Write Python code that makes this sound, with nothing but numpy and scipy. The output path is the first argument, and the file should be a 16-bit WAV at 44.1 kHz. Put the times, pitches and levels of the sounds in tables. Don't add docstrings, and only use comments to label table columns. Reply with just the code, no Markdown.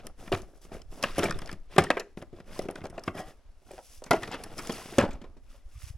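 import sys
import numpy as np
from scipy import signal
from scipy.fft import rfft, irfft, next_fast_len
from scipy.io import wavfile
from scipy.ndimage import map_coordinates

SR = 44100
rng = np.random.default_rng(int(sys.argv[2]) if len(sys.argv) > 2 else 0)


def to_wav(sig):
    pcm = np.clip(np.atleast_2d(sig), -1, 1) * 32767
    pcm = np.round(pcm).astype(np.int16)
    wavfile.write(sys.argv[1], SR, pcm.T)


N = 263277

# pitch_hz, width_hz, level_db
DRAWER_MODES = [(87.7, 19, -16.5), (185, 90, -9), (376.7, 80, -2.5), (564, 144, -5), (713.4, 182, -8)]
FRONT_MODES = [(237, 200, -9), (376, 131, -4), (472, 53, -1.5), (647, 60, -3.5), (840, 256, -10.5)]
CABINET_MODES = [(125, 71, -14.5), (206.5, 30, -1.5), (264.4, 151, -3.5), (432, 130, -9), (547, 42, -1.5),
                 (994, 270, -16)]
# pitch_hz, width_hz, level_db
SHELL_MODES = [(950, 180, -4), (1195, 270, -0.5), (1403, 173, 1.5), (1595, 150, -2.5), (1837, 170, -1.5),
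               (2096, 260, -4.5), (2400, 214, -3), (2621, 350, -6.5), (3266, 690, -11.5)]
BIT_MODES = [(3020, 380, 2.5), (5250, 380, 11.5), (5580, 3100, 6.5), (7920, 630, 5), (10220, 1600, 7.5),
             (12000, 14000, -0.5), (15300, 2600, 6.5)]
LIFTED_MODES = [(315, 13, -2), (616, 66, -1), (771, 39, 2.5), (1220, 160, -12), (1680, 42, -10),
                (1910, 59, -9), (3280, 140, -18.5), (5070, 510, -29.5)]
# pitch_hz, width_hz, level_db
HOLLOW_MODES = [(2040, 980, 3), (2800, 290, 9.5), (3450, 160, 10), (4970, 400, 9.5), (5860, 400, 6),
                (7600, 260, 5), (10100, 2100, 5.5)]

# freq_hz, density_db_per_hz
ROOM_TONE_SPECTRUM = [(59, -22), (100, -18.5), (177, -25.5), (255, 0), (308, -11), (634, -6.5), (950, -10),
                      (10900, -31), (16000, -37)]
BUFFET_SPECTRUM = [(5.9, -25.5), (10, 12), (63, -4), (143, -25), (188, -43.5), (226, -35.5), (300, -33),
                   (390, -68), (660, -120)]
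DRAG_SPECTRUM = [(47, -38), (80, -2), (239, -5), (384, -8.5), (431, -7.5), (735, -7), (995, -15.5),
                 (1310, -13.5), (2500, -37.5), (3250, -52.5), (5500, -120)]
SCRAPE_SPECTRUM = [(500, -28.5), (1000, -0.5), (2000, 0), (3000, -2.5), (4200, -8), (8000, -21)]
CLOTH_SPECTRUM = [(1760, -24), (3000, -16), (4290, -18.5), (5820, -12), (6570, -9.5), (8870, -13.5),
                  (11100, -8.5), (13200, -16), (15800, 5.5), (16200, -32), (16500, -69.5)]

# freq_hz, likeness_0_to_1
DRAWER_LIKENESS = [(60, 1), (300, 1), (700, 1), (1400, 1), (3100, 0.99), (4600, 0.84), (6800, 0.81),
                   (15000, 0.23)]
ROOM_LIKENESS = [(100, .9), (1000, .85), (8000, .2)]
# freq_hz, t60_s
SHOP_T60 = [(100, 0.31), (300, 0.35), (700, 0.17), (2000, 0.28), (6000, 0.28), (14000, 0.07)]
# freq_hz, level_db
WALL_RESPONSE = [(100, -7.5), (250, 0), (1000, -0.5), (4000, -13), (12000, -10)]
# freq_hz, balance_db
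LEFT_OVER_RIGHT = [(1500, 0.5), (2400, 0.5), (4400, 3.5), (8000, -0.6)]
# freq_hz, level_db
MICROPHONE_RESPONSE = [(3400, -0.5), (4100, 1.5), (4800, 2), (10500, -3.5), (12000, -3), (13300, -15.5),
                       (15500, -23.5)]

# time_s, level_db
AIR_LEVELS = [(0, -48.5), (.24, -48.5), (.35, -42), (.51, -49), (.83, -40.5), (.97, -48.5), (1.07, -43),
              (1.34, -36), (1.7, -48.5), (1.79, -42), (2.07, -52), (2.44, -49), (2.66, -43.5),
              (2.79, -47.5), (2.95, -48), (3.31, -53), (3.95, -51), (4.72, -46), (4.95, -52), (5.03, -38.5),
              (5.4, -48), (5.72, -49.5)]
# time_s, level_db
AIR_PUFFS = [(5.762, -32), (5.779, -32.5), (5.842, -26.5), (5.872, -37), (5.908, -26.5), (5.956, -30)]
# start_s, swell_s, hold_s, drag_db, scrape_db, cloth_db
RUB_STROKES = [(-.02, 0.01, 0.0046, -46, -58.5, -62), (0.02, 0.037, 0.0035, -45, -65, -58),
               (0.173, 0.021, 0.097, -52, -62, -53), (0.336, 0.0068, 0.042, -47.5, -57, -49.5),
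               (0.403, 0.021, 0.14, -59.5, -80.5, -66), (0.537, 0.0094, 0.028, -70, -78, -62.5),
               (0.61, 0.0078, 0.018, -61, -67.5, -52), (0.69, 0.055, 0.0095, -42.5, -55.5, -49.5),
               (0.897, 0.025, 0.063, -52, -65, -51.5), (0.964, 0.051, 0.039, -43, -60, -55),
               (1.016, 0.023, 0.019, -36.5, -40.5, -43), (1.069, 0.016, 0.16, -57, -49.5, -49.5),
               (1.13, 0.08, 0.049, -39.5, -41.5, -41), (1.313, 0.031, 0.18, -49, -58, -58),
               (1.692, 0.04, 0.029, -48.5, -54, -52), (1.78, 0.0071, 0.079, -60, -49.5, -55),
               (1.91, 0.0087, .04, -52, -56, -58), (1.891, 0.078, 0.068, -62, -75, -69),
               (2.169, 0.0057, 0.015, -49.5, -63.5, -53.5), (2.327, 0.043, 0.021, -54, -66, -65),
               (2.454, 0.024, 0.086, -50, -60.5, -57), (2.497, 0.052, 0.036, -51, -52.5, -46.5),
               (2.602, 0.013, 0.021, -48, -57.5, -53), (2.7, 0.005, 0.0075, -47, -63, -63),
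               (2.741, 0.013, 0.025, -45.5, -62, -59), (2.826, 0.016, 0.0062, -39, -59.5, -58),
               (2.909, 0.022, 0.1, -53, -70, -67), (3.046, 0.016, 0.017, -52.5, -56, -51.5),
               (3.14, 0.032, 0.026, -45.5, -55, -46.5), (3.24, 0.034, 0.022, -53, -61.5, -53.5),
               (3.6, 0.13, 0.044, -57, -64.5, -54), (3.727, 0.14, 0.11, -81, -71, -50),
               (4.033, 0.023, 0.0079, -53.5, -67, -55), (4.111, 0.0055, 0.04, -35, -45.5, -44),
               (4.982, 0.0048, 0.053, -25.5, -45.5, -53), (5.098, 0.019, 0.06, -52, -67, -73),
               (5.201, 0.013, 0.035, -56, -66.5, -88), (5.246, 0.013, 0.096, -62, -99, -100),
               (5.453, 0.049, 0.06, -72.5, -67.5, -59), (5.722, 0.11, 0.055, -67, -58, -46)]
# drag_db, scrape_db, cloth_db
IDLE_LEVELS = [-72.5, -82, -72.5]
# time_s, drag_db, scrape_db, cloth_db
SLIDE_LEVELS = [(4.19, -74, -69, -53), (4.23, -36.5, -51.5, -47), (4.3, -47, -55.5, -54),
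                (4.34, -42, -42, -75), (4.365, -48.5, -57, -57), (4.52, -49.5, -60.5, -55.5),
                (4.58, -49.5, -57.5, -46), (4.73, -44, -48.5, -41), (4.83, -51, -50.5, -43),
                (4.98, -48.5, -53.5, -47.5)]
# start_s, tick_db, knock_re_tick_db, clack_re_tick_db, chatter_s (scaled per body),
# wood_tilt_db_per_octave
CONTACT_EVENTS = [(0.068,-25,-18,-16,0.004,8),(0.262,-52.5,4,6,0.0052,1),(0.2755,-52.5,18.5,16,0.0053,-3),(0.318,-33,17.5,0,0.015,6.5),(0.324,-29.5,1.5,8.5,0.0041,-4.5),
                  (0.3338,-32,11,6.5,.009,-13),(.346,-42,-10,17,0.0048,4),(0.361,-38,-20,-22,.006,0.5),(.418,-37,-7,-24,0.0069,-7),
                  (0.65,-43.5,1,-8.5,.0045,-4),(0.7172,-55,26.5,8,0.014,2),(0.765,-49,13,-3,0.0083,0),(0.817,-40.5,-9,-15,0.0057,1),
                  (1.026,-19.5,-26,-8.5,0.0066,11),(1.0364,-15,-3,0.5,0.0063,5),(1.181,-19,4.5,-6,0.018,2.5),
                  (1.191,-19.5,-8.5,-4.5,.008,-13),(1.224,-42,13,15,0.007,10),(1.231,-30,12.5,11.5,0.0062,-0.5),(1.2378,-23.5,5,-1.5,0.02,12),(1.2516,-32,7,-7,0.0076,-5),
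                  (1.261,-37,13.5,-2,0.011,0),(1.282,-42,12.5,11,0.0061,7),(1.295,-36,11,5,.008,-7.5),(1.308,-21.5,-9,1,0.0049,-4),(1.323,-37.5,3,6,0.0034,-9),
                  (1.356,-51.5,18.5,-3,0.013,-13),(1.3886,-28,-21,-9,0.0054,-4.5),(1.417,-37,3.5,2,0.0055,-13),(1.459,-35,-16.5,-24.5,0.0034,4.5),
                  (1.474,-37,-3.5,-6,0.0056,-1.5),(1.491,-42,3,13.5,0.005,-5),(1.514,-33,-4,-6,0.0041,-4.5),(1.527,-36,5.5,-4.5,0.0089,-8),
                  (1.762,-34,12,7,0.0067,3.5),(1.781,-11.5,10,3.5,0.0096,0.5),
                  (1.7888,-18,4,-7,0.02,-2.5),(1.804,-31.5,8.5,-6,0.011,-9),(1.819,-37,-13.5,8,0.01,1.5),(1.838,-21,-8.5,-8.5,.009,2),
                  (1.9029,-27,20.5,16.5,0.0033,10),(1.911,-33.5,1.5,13,0.0036,3),(1.9687,-41,20.5,18.5,0.011,9.5),(1.996,-26,-2,-6.5,0.015,7.5),
                  (2.1721,-44.5,16.5,5,0.0038,-1.5),(2.216,-57,15,15.5,0.0056,-9),(2.223,-42,10.5,-2.5,0.0073,-2),(2.328,-62.5,27.5,4,0.013,-6.5),(2.401,-49.5,13.5,5.5,0.0054,-1),
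                  (2.5913,-25,6.5,-9.5,0.0037,2.5),(2.619,-39,-5,-22,0.0223,-11),(2.654,-54.5,26,-5,0.0093,-3.5),(2.6855,-39.5,18.5,7,0.0043,2),
                  (2.7,-58,29,5,0.0075,4),(2.71,-31.5,-5,-16,0.0061,-7),(2.7556,-38.5,4.5,5.5,0.0038,-2),(2.807,-54.5,-7,10,0.0011,0.5),(2.814,-55.5,21.5,13.5,.006,-9.5),(2.84,-43,10.5,-11,0.012,11),(2.854,-36,7.5,-0.5,0.006,4),
                  (2.867,-38.5,-21,-5,0.0073,0.5),(2.898,-39,1,-12,0.015,-8),(2.9784,-48,20.5,15.5,0.0078,6),(2.993,-41,-5,-17,.008,-4),
                  (3.036,-35,-20,-11.5,0.01,5),(3.077,-34.5,16.5,14,0.0069,-3.5),(3.151,-42,13.5,-16,0.0093,-1),(3.175,-43,-1,7.5,0.0079,-2),
                  (3.708,-55.5,20.5,9.5,0.0059,8),(3.715,-36,-4.5,-17,0.0036,18),(3.734,-49,10,-6,.006,12),(3.779,-43,8,1,0.0025,13.5),(3.787,-59.5,24,12.5,0.0067,15),
                  (4.019,-55,21.5,-1,0.0093,2),(4.039,-30,-27,-16,0.0092,-2),(4.0618,-41.5,2,0.5,0.025,-6),
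                  (4.1085,-13.5,3.5,4.5,0.009,3.5),(4.131,-22,8.5,-0.5,0.0091,6.5),(4.1623,-40,-7,8.5,0.0081,5),(4.222,-42.5,-2,7,0.0071,-7),
                  (4.2312,-33.5,-7,7.5,.007,9),(4.275,-40.5,10,6,0.0058,1),(4.314,-37,6.5,-13,0.024,21),(4.329,-46,14,14.5,.012,9),(4.341,-35.5,8,9.5,0.016,-4.5),
                  (4.436,-27,-13,-10.5,0.012,-2),(4.579,-28.5,-7,-9.5,0.016,-0.5),(4.587,-26.5,-7.5,-2.5,0.016,-10),(4.6704,-24,-17,-13,.01,2),(4.695,-40.5,21,7,0.0086,-6),
                  (4.721,-26.5,-32,-33,0.018,4.5),(4.78,-38.5,-3,-1.5,0.018,12),
                  (4.924,-49.5,17,-12,.014,-1),(4.983,-16,10,2.5,0.011,-0.5),(4.998,-29.5,6.5,5.5,.015,10.5),
                  (5.0098,-31.5,-19,10.5,0.0082,2),(5.0234,-55.5,32.5,27,0.012,13),(5.052,-63,23,13,0.011,-8.5),(5.089,-50,11,7,0.01,2),
                  (5.1072,-44,-15,2.5,0.025,5),(5.1302,-43.5,6.5,-14,0.016,-5),(5.2157,-60,23,12,0.0072,-10),(5.24,-69,30.5,23.5,0.012,3),
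                  (5.367,-68.5,23.5,-7,0.014,-12),(5.542,-71,19,10.5,0.019,9)]
# start_s, pitch_hz, level_db
CHINK_EVENTS = [(1.256, 2330, -19), (1.344, 3600, -36), (1.868, 1850, -28), (4.66, 4800, -37),
                (4.673, 6900, -27), (4.706, 3300, -27.5), (4.72, 2900, -35), (4.738, 4700, -32),
                (4.782, 5960, -31)]
# time_s, level_db
LIFT_LEVELS = [(3.14, -58), (3.148, -43), (3.208, -37), (3.266, -55), (3.304, -53), (3.345, -72)]

PUSHED_S, SHUT_S = 3.9, 4.96
STROKE_RISE_DB, FADE_DB_PER_S = 15.5, 296
BOUNCE_SWELL_S = 0.00083
PUFF_S = 0.0033
CHINK_CYCLES = 55
ROOM_DB, ECHO_DB = -72.5, -11.5
PORT_LAG_S = 2.2e-5
TOP_HZ = 16700


def amp(db):
    return 10 ** (np.asarray(db) / 20)


def power(db):
    return 10 ** (np.asarray(db) / 10)


def unit(x):
    return x / np.sqrt(np.mean(x ** 2) + 1e-20)


def along(points, hz):
    f, v = np.transpose(points)
    return np.interp(np.log(hz + 1), np.log(f + 1), v)


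def curves(rows):
    s, *cols = np.transpose(rows)
    return [np.interp(np.arange(N) / SR, s, c) for c in cols]


def wobble(knots_per_s):
    knots = rng.standard_normal(int(N * knots_per_s / SR) + 4)
    return map_coordinates(knots, [np.arange(N) * knots_per_s / SR])


def filtered(x, response):
    m = next_fast_len(x.shape[-1] + SR // 4)
    spectrum = rfft(x, m) * response(np.fft.rfftfreq(m, 1 / SR))
    return irfft(spectrum, m)[..., :x.shape[-1]]


def resonances(modes, gains=1):
    gains = gains * np.ones(len(modes))

    def response(f):
        total = 0
        for k, (gain, (hz, width_hz, level_db)) in enumerate(zip(gains, modes)):
            damping = 1j * f * width_hz
            total = total + (-1) ** k * gain * amp(level_db) * damping / (hz * hz - f * f + damping)
        return total

    return response


def ports(pair, likeness):
    def mid_side(hz):
        turn = np.arccos(np.clip(along(likeness, hz), -1, 1)) / 2
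        return np.array([np.cos(turn), np.sin(turn)])

    mid, side = filtered(pair, mid_side)
    return np.array([mid + side, mid - side])


def rush(spectrum, likeness, grain_db, grains_per_s):
    pair = rng.standard_normal((2, N)) * amp(grain_db * wobble(grains_per_s))
    return unit(ports(filtered(pair, lambda hz: amp(along(spectrum, hz))), likeness))


def room_tone():
    return amp(ROOM_DB) * rush(ROOM_TONE_SPECTRUM, ROOM_LIKENESS, grain_db=2, grains_per_s=10)


def buffeting():
    lumps = rush(BUFFET_SPECTRUM, [(20, 0.87), (100, 0.25)], grain_db=4.5, grains_per_s=54)
    air = amp(curves(AIR_LEVELS)[0]) * lumps
    t = np.arange(N) / SR
    for s, level_db in AIR_PUFFS:
        stretch, turn = rng.standard_normal(2) * [0.1, 0.3]
        u = ((t - s) / (PUFF_S * np.exp(stretch))) ** 2
        share = np.cos([[turn - np.pi / 4], [turn + np.pi / 4]])
        air -= amp(level_db) * share * (1 - 0.74 * u) * np.exp(-u / 2)
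    return air


def effort():
    t = np.arange(N) / SR
    running = (t > SLIDE_LEVELS[0][0]) & (t < SLIDE_LEVELS[-1][0])
    total = power(IDLE_LEVELS)[:, None] + running * power(curves(SLIDE_LEVELS))
    for start, swell, hold, *levels_db in RUB_STROKES:
        rise_db = -STROKE_RISE_DB * np.clip(1 - (t - start) / swell, 0, 9)
        fade_db = -FADE_DB_PER_S * np.clip(t - start - swell - hold, 0, 1)
        total += power(levels_db)[:, None] * power(rise_db + fade_db)
    return 10 * np.log10(total)


def rings(s, hz, gain, cycles):
    t = np.arange(SR // 25) / SR
    decay = amp(-60 * t * hz[:, None] / cycles)
    swell = 1 - np.exp(-t / BOUNCE_SWELL_S)
    waves = gain[:, None] * decay * np.sin(2 * np.pi * hz[:, None] * t) * swell
    other = waves * rng.standard_normal((len(s), 1))
    at = (np.round(s * SR).astype(int)[:, None] + np.arange(len(t))).ravel()
    return np.array([np.bincount(at, w.ravel(), N + SR)[:N] for w in (waves, other)])


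def rattles(scrape_db, per_s):
    now = rng.random(N) < per_s / SR
    size_db = 3 * np.minimum(rng.exponential(size=N), 3)
    jolts = now * amp(size_db) * rng.standard_normal((2, N))
    clacks = unit(ports(filtered(jolts, resonances(SHELL_MODES)), DRAWER_LIKENESS))
    when, pitch, softness = rng.random((3, int(per_s * N / SR)))
    bits_hz = 3000 * np.exp(1.1 * (2 * pitch - 1))
    bits = rings(when * N / SR, bits_hz, amp(-20 * softness), cycles=40)
    bits = unit(ports(bits, DRAWER_LIKENESS))
    return amp(scrape_db) * (amp(-10) * clacks + amp(-7) * bits)


def rubbing():
    drag_db, scrape_db, cloth_db = effort()
    slip = wobble(45)
    drag = rush(DRAG_SPECTRUM, DRAWER_LIKENESS, grain_db=3.5, grains_per_s=200)
    scrape = rush(SCRAPE_SPECTRUM, DRAWER_LIKENESS, grain_db=3, grains_per_s=300)
    cloth = rush(CLOTH_SPECTRUM, DRAWER_LIKENESS, grain_db=1.8, grains_per_s=400)
    drag = amp(drag_db + 1.8 * slip) * drag
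    scrape = amp(scrape_db + 1.5 * slip) * scrape
    cloth = amp(cloth_db + 1.2 * slip) * cloth

    t = np.arange(N) / SR
    stages = [(DRAWER_MODES, t < PUSHED_S),
              (FRONT_MODES, (t >= PUSHED_S) & (t < SHUT_S)),
              (CABINET_MODES, t >= SHUT_S)]
    wooden = 0
    for modes, now in stages:
        wooden = wooden + filtered(drag * now, lambda hz: 0.63 + np.abs(resonances(modes)(hz)))
    fine = filtered(scrape + cloth, lambda hz: 0.59 + 0.26 * np.abs(resonances(HOLLOW_MODES)(hz)))
    return wooden + fine + rattles(scrape_db, per_s=160)


def struck(force, modes, spread_db, scatter):
    gain, shift = rng.standard_normal((2, len(modes)))
    modes = [(hz * (1 + scatter * d), width, db) for (hz, width, db), d in zip(modes, shift)]
    ring = filtered(force, resonances(modes, amp(spread_db * gain)))
    return ring / (np.abs(ring).max(axis=-1, keepdims=True) + 1e-20)


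def contacts():
    out = np.zeros((2, N + SR))
    t = np.arange(1, SR // 6) / SR
    push = t * np.exp(-t / (0.29 * BOUNCE_SWELL_S))
    push /= push.sum()

    def dying(length_s):
        return np.exp(-(t / length_s) ** 1.14)

    for s, tick_db, knock_db, clack_db, chatter_s, tilt_db in CONTACT_EVENTS:
        blow = 0.49 * np.sqrt(chatter_s * SR) * push * np.array([[1], [0]])
        wood = DRAWER_MODES if s < PUSHED_S else FRONT_MODES if s < SHUT_S else CABINET_MODES
        wood = [(hz, width, db + tilt_db * np.log2(hz / 400)) for hz, width, db in wood]
        bounce = rng.standard_normal((3, 2, len(t))) * amp(2.6 * rng.standard_normal(len(t)))
        bounce *= 1 - np.exp(-t / BOUNCE_SWELL_S)
        tick_force = bounce[0] * dying(0.35 * chatter_s)
        clack_force = 1.5 * blow + bounce[1] * dying(0.95 * chatter_s)
        knock_force = 2.5 * blow + bounce[2] * dying(1.2 * chatter_s)
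        tick = struck(tick_force, BIT_MODES, spread_db=3.5, scatter=0.035)
        clack = struck(clack_force, SHELL_MODES, spread_db=2, scatter=0.02)
        knock = struck(knock_force, wood, spread_db=2, scatter=0.015)
        hit = tick + amp(clack_db) * clack + amp(knock_db) * knock
        out[:, round(s * SR):][:, :len(t)] += amp(tick_db) * hit
    return out[:, :N]


def shop(x):
    out = np.zeros((2, N + SR))
    step = int(0.3 * SR)
    for start in range(0, N, step):
        hz, t, z = signal.stft(rng.standard_normal((2, SR // 2)), SR, nperseg=256)
        decay = amp(-60 * t / along(SHOP_T60, hz)[:, None])
        mid, side = signal.istft(z * decay, SR, nperseg=256)[1]
        side = filtered(side, lambda f: np.clip(f / 7000, 0.08, 1))
        tail = np.array([mid + side, mid - side]) / np.linalg.norm(mid)
        wet = signal.fftconvolve(x[None, start:start + step], tail, axes=1)
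        out[:, start + 60:][:, :wet.shape[1]] += wet
    return out[:, :N]


def chinks():
    s, hz, level_db = np.transpose(CHINK_EVENTS)
    return ports(rings(s, hz, amp(level_db), CHINK_CYCLES), DRAWER_LIKENESS)


def lifting():
    grit = rng.standard_normal((2, N)) * amp(1.3 * wobble(150))
    rasp = unit(ports(filtered(grit, resonances(LIFTED_MODES)), DRAWER_LIKENESS))
    t = np.arange(N) / SR
    sliding = (t > LIFT_LEVELS[0][0]) & (t < LIFT_LEVELS[-1][0])
    return sliding * amp(curves(LIFT_LEVELS)[0]) * rasp


def scene():
    hits = contacts()
    to_walls = filtered(hits[0], lambda hz: amp(along(WALL_RESPONSE, hz)))
    echo = amp(ECHO_DB) * shop(to_walls)
    drawer = rubbing() + ports(hits, DRAWER_LIKENESS) + echo + chinks() + lifting()
    left, right = np.array([[1], [0]]), np.array([[0], [1]])

    def placing(hz):
        balance = amp(along(LEFT_OVER_RIGHT, hz) * (left - right) / 2)
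        return balance * np.exp(-2j * np.pi * hz * PORT_LAG_S * right)

    return room_tone() + buffeting() + filtered(drawer, placing)


def record(dry):
    rounded = dry / (1 + np.abs(dry / 0.8) ** 4) ** (1 / 4)
    return filtered(rounded, lambda hz: amp(along(MICROPHONE_RESPONSE, hz)) * (hz < TOP_HZ))


dry = scene()
out = record(dry)
to_wav(out)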